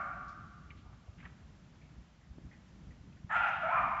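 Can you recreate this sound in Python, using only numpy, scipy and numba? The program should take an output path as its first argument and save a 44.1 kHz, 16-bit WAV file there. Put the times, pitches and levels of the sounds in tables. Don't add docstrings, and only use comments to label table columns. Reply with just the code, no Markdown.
import sys
import numpy as np
from scipy import signal
from scipy.fft import rfft, irfft
from scipy.io import wavfile
from scipy.ndimage import uniform_filter1d
from numba import njit

SR = 44100
rng = np.random.default_rng(int(sys.argv[2]) if len(sys.argv) > 2 else 0)


def store_wav(level_fs):
    pcm = np.round(np.clip(np.atleast_2d(level_fs), -1, 1) * 32767)
    wavfile.write(sys.argv[1], SR, pcm.T.astype(np.int16))


N = 176400
LEAD = SR // 2
T = np.arange(-LEAD, N) / SR

# frequency in Hz, relative level in dB.
RUMBLE_SPECTRUM = [(25, -24), (40, -8), (58, 0.5), (100, -5.5), (135, -4), (175, -3.5), (215, -8),
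                   (275, -13.5), (360, -20), (460, -28)]
HISS_SPECTRUM = [(400, -5), (620, -1), (1000, -4), (1600, -5.5), (2300, -9), (3200, -10.5), (4500, -14.5),
                 (6000, -15), (7600, -19)]
# time in seconds, level in dB.
RUMBLE_LOUDNESS = [(0, -52.5), (.7, -57.5), (.92, -54), (1.0, -61), (1.18, -55.5), (1.42, -55.5),
                   (1.66, -59), (1.98, -58), (2.1, -62.5), (2.44, -53.5), (2.66, -59), (3.05, -54.5),
                   (3.22, -57.5), (3.55, -53), (4, -50.5)]
# frequency in Hz, seconds to fade by 60 dB.
HALL_RING_TIMES = [(300, 0.16), (700, 1.26), (1300, 1.69), (2300, 1.15), (4000, 2.28), (8000, 1.1)]
# middle of the thud in seconds, level in dB, pitch in Hz, fade time in seconds.
SOFT_THUDS = [(0.794, -51.5, 85, 0.01), (0.869, -45, 70, .007), (0.895, -44, 93, 0.007),
              (0.937, -49.5, 111.8, 0.011), (1.094, -40.5, 75.7, .009), (1.327, -51.5, 125, 0.0099),
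              (1.415, -47.5, 93, 0.0091), (1.451, -48, 76.4, 0.015), (1.991, -45, 58.7, 0.017),
              (2.314, -43.5, 61.5, .014), (2.385, -40.5, 221, .0025), (2.46, -47.5, 58.6, 0.022),
              (3.013, -42.5, 97, 0.0045), (3.248, -34.5, 101.5, 0.0034)]
# start in seconds, level in dB, centre in Hz, width in Hz, fade time in seconds.
GRIT_CLICKS = [(.280, -70.5, 4800, 4300, 0.03), (.703, -52, 2370, 796, 0.0068),
               (.770, -74, 3030, 2500, 0.039), (.85, -70.5, 804, 694, 0.054),
               (0.926, -64.5, 1080, 1420, .02), (1.075, -64.5, 600, 704, 0.013),
               (1.18, -67, 2000, 2400, 0.04), (1.204, -58.5, 2100, 900, 0.0095),
               (1.225, -63, 1590, 2200, 0.054), (1.254, -54.5, 1600, 2000, 0.012),
               (1.812, -73, 2350, 700, 0.05), (2.21, -73.5, 1870, 353, .033),
               (2.381, -52.5, 664, 494, 0.0029), (2.512, -66.5, 1950, 500, 0.035),
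               (2.905, -68, 1900, 800, 0.018), (3.166, -72, 1700, 718, .018),
               (3.32, -72.5, 7100, 1497, 0.038), (3.482, -68.5, 5800, 2200, .014)]
# start in seconds, level in dB, strongest tone in Hz, fade time in seconds.
HARD_KNOCKS = [(.7045, -44.5, 2326, 0.0047), (.7085, -51, 2150, 0.0097), (1.2028, -44.5, 2030, 0.0026),
               (1.2533, -40.5, 1790, .0027), (1.257, -37.5, 1770, 0.0024), (1.269, -50, 1800, .003),
               (2.533, -54.5, 1960, 0.013), (2.92, -62, 1950, .009), (3.126, -61, 2580, 0.0087)]
# multiple of the strongest tone, level in dB, multiple of fade time.
KNOCK_TONES = [(.42, -17, 1.1), (.8, -14.5, .8), (1, -2, 1), (1.25, -8.5, .65), (1.52, -20, .4)]
# time in seconds, level in dB, pitch in Hz, the low,
# main and upper resonances in Hz, low and upper levels in dB next to the main one, roughness 0 to 1.
OPENING_BARK = [(-.25, -29.5, 680, 730, 1520, 2200, -9.5, -15, .9),
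                (-.16, -37, 747, 750, 1490, 2130, -6.5, -15.5, 0.75),
                (-.09, -33.5, 610, 736, 1220, 2200, -9.5, -21, 0.81),
                (-.02, -35.5, 572.4, 687, 1170, 2263, -13, -17.5, .42),
                (.04, -57, 561, 650, 1038, 2280, -3.5, -9, 0.1)]
SHARP_BARK = [(3.29, -45, 640, 850, 1400, 1750, 2, 0.5, 0.97),
              (3.322, -32, 681.3, 907, 1370, 1660, -6.5, 1.5, 1),
              (3.345, -30, 688, 905, 1335, 1790, -4.5, -6.5, 0.92),
              (3.365, -24.5, 711.4, 885, 1376, 2500, -15.5, -20, .48),
              (3.40, -32, 690.3, 850, 1365, 2520, -3, -14, 0.94),
              (3.475, -29.5, 709.5, 820, 1390, 2560, -7.5, -11.5, 0.76),
              (3.52, -47.5, 651, 700, 1350, 2370, 6, -19, 0.98)]
LONG_BARK = [(3.62, -42, 631.6, 616, 1265, 2455, 3.5, -18.5, .4),
             (3.65, -33, 652, 673, 1310, 2280, 1.5, -13.5, 0.55),
             (3.69, -32.5, 675.8, 726, 1455, 2220, -1, -10.5, 0.98),
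             (3.725, -29, 628.3, 1013, 1248, 2363, -0.5, -14, 1),
             (3.785, -25.5, 604, 1058, 1180, 2424, -3, -10, 0.49),
             (3.84, -35.5, 596.6, 956, 1207, 2390, -5, -16, 0.67),
             (3.89, -38, 564, 737, 1150, 2210, -2, -4.5, 1)]


def gain(db):
    return 10 ** (np.asarray(db) / 20)


def unit(x):
    return x / np.sqrt(np.mean(x ** 2))


def steady(x):
    return x / np.sqrt(uniform_filter1d(x ** 2, size=1200) + 1e-12)


def noise():
    return rng.standard_normal(len(T))


def wander(rate_hz):
    step = int(SR / rate_hz)
    stairs = np.repeat(rng.standard_normal(len(T) // step + 1), step)
    return unit(uniform_filter1d(uniform_filter1d(stairs, step), step)[:len(T)])


def shaped_noise(spectrum):
    hz, db = np.array(spectrum).T
    freqs = np.maximum(np.fft.rfftfreq(len(T), 1 / SR), 1)
    roll_off = np.minimum(freqs / hz[0], 1) ** 4 * np.minimum(hz[-1] / freqs, 1) ** 4
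    shape = gain(np.interp(np.log(freqs), np.log(hz), db))
    return unit(irfft(rfft(noise()) * roll_off * shape, len(T)))


def keep_side(x, side, hz, order):
    return signal.sosfilt(signal.butter(order, hz, side, fs=SR, output="sos"), x)


@njit
def band_pass(x, hz, width_hz):
    out, band_state, low_state = np.empty(len(x)), 0., 0.
    for i in range(len(x)):
        tuning, damping = np.tan(np.pi * hz[i] / SR), width_hz / hz[i]
        band = (band_state + tuning * (x[i] - low_state)) / (1 + tuning * (tuning + damping))
        band_state = 2 * band - band_state
        low_state += 2 * tuning * band
        out[i] = damping * band
    return out


def resonance(x, hz, width_hz):
    centre, width = hz + np.zeros(len(x)), float(width_hz)
    return band_pass(band_pass(x, centre, width), centre, width)


def rumble_and_hiss(hiss_db=-69, rumble_waver_db=2, hiss_waver_db=.5):
    rumble_db = np.interp(T, *np.array(RUMBLE_LOUDNESS).T)
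    rumble = shaped_noise(RUMBLE_SPECTRUM) * gain(rumble_db + rumble_waver_db * wander(14))
    hiss = shaped_noise(HISS_SPECTRUM) * gain(hiss_db - hiss_waver_db * wander(3.8))
    return rumble + hiss


def hall(x, tail_db=-1, build_s=.037, echo_db=-9.5, echo_span_s=.07, echo_count=14):
    t = np.arange(2 * SR) / SR
    freqs = np.maximum(np.fft.rfftfreq(len(t), 1 / SR), 1)
    hz, ring_times = np.array(HALL_RING_TIMES).T
    white = rfft(rng.standard_normal(len(t)))
    tail, echoes = np.zeros((2, len(t)))
    for one_band, ring_s in zip(np.eye(len(hz)), ring_times):
        band = irfft(white * np.interp(np.log(freqs), np.log(hz), one_band))
        tail += band * gain(-60 * t / ring_s)
    longest_ring_energy = SR * ring_times.max() / (2 * np.log(1000))
    tail *= (1 - np.exp(-t / build_s)) / np.sqrt(longest_ring_energy)
    strengths = unit(rng.standard_normal(echo_count)) / np.sqrt(echo_count)
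    delays = (SR * echo_span_s * (.1 + rng.random(echo_count))).astype(int)
    echoes[delays] = strengths
    return signal.fftconvolve(x, gain(tail_db) * tail + gain(echo_db) * echoes)[:len(T)]


def thuds():
    return sum(gain(db) * np.sin(2 * np.pi * hz * (T - middle)) * np.exp(-((T - middle) / fade) ** 2)
               for middle, db, hz, fade in SOFT_THUDS)


def clicks(attack_s=.0026):
    out = np.zeros(len(T))
    t = np.arange(SR // 4) / SR
    for start, db, hz, width_hz, fade in GRIT_CLICKS:
        grit = resonance(rng.standard_normal(len(t)), hz, width_hz)
        grit = unit(keep_side(grit, "low", 1.57 * hz, order=4))
        at = LEAD + int(start * SR)
        out[at:at + len(t)] += gain(db) * 2 * grit * (1 - np.exp(-t / attack_s)) * np.exp(-t / fade)
    return out


def knocks(contact_s=.00033):
    out = np.zeros(len(T))
    t = np.arange(SR // 10) / SR
    for start, db, hz, fade in HARD_KNOCKS:
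        ring = sum(gain(tone_db) * np.sin(2 * np.pi * hz * ratio * t) * np.exp(-t / (fade * hold))
                   for ratio, tone_db, hold in KNOCK_TONES)
        at = LEAD + int(start * SR)
        out[at:at + len(t)] += gain(db) * ring * (1 - np.exp(-t / contact_s))
    return out


def rough_buzz(pitch, roughness, pitch_shake=.0293, flutter_db=4.5):
    phase = 2 * np.pi * np.cumsum(pitch * (1 + roughness * pitch_shake * wander(400))) / SR
    pulses = sum(np.cos(k * phase) for k in range(1, 7))
    pulses *= gain(roughness * flutter_db * wander(500))
    rasp = unit(resonance(noise(), hz=1460, width_hz=3100)) * (1 + np.cos(phase) / 2)
    return unit(pulses) + 1.683 * roughness * rasp


def bark(curve, upper_width_hz, breath_db, chest_db, hiss_db, top_hz, attack_s=.012):
    times, *columns = np.array(curve).T
    db, pitch, low_hz, main_hz, upper_hz, low_db, upper_db, roughness = (
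        np.interp(T, times, column) for column in columns)
    wobble = 1 + .022 * roughness * wander(55)
    buzz = rough_buzz(pitch * wobble, roughness)
    low = gain(low_db) * steady(resonance(buzz, low_hz * wobble, width_hz=170))
    main = steady(resonance(buzz, main_hz * wobble, width_hz=196))
    upper = gain(upper_db) * steady(resonance(buzz, upper_hz, upper_width_hz))
    breath = resonance(noise(), hz=1450, width_hz=2000)
    dip = band_pass(breath, hz=np.full(len(T), 1040.), width_hz=230.)
    breath = gain(breath_db) * unit(breath - dip)
    chest = gain(chest_db) * steady(resonance(noise(), hz=720, width_hz=240))
    hiss = gain(hiss_db) * unit(resonance(noise(), hz=4000, width_hz=6000))
    loudness = gain(db) * np.clip((T - times[0]) / attack_s, 0, 1) * (T < times[-1])
    voice = (low + main + upper + breath + chest) * loudness
    voice = keep_side(voice, "high", hz=564, order=6)
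    return keep_side(voice, "low", top_hz, order=6) + hiss * loudness


def scene(far_direct_db=-4.5, near_to_hall_db=-8.5):
    far = bark(OPENING_BARK, upper_width_hz=170, breath_db=-15.5, chest_db=-16.5,
               hiss_db=-38.5, top_hz=2540)
    far += bark(SHARP_BARK, upper_width_hz=280, breath_db=-7.5, chest_db=-13.5,
                hiss_db=-39.5, top_hz=2910)
    far += bark(LONG_BARK, upper_width_hz=170, breath_db=-10.5, chest_db=-11, hiss_db=-46, top_hz=2430)
    near = clicks() + knocks()
    echo = hall(far + gain(near_to_hall_db) * near)
    mix = gain(far_direct_db) * far + near + echo + thuds() + rumble_and_hiss()
    return mix[None, LEAD:]


def record(dry):
    return signal.sosfilt(signal.ellip(10, .2, 70, 7600, fs=SR, output="sos"), dry)


dry = scene()
out = record(dry)
store_wav(out)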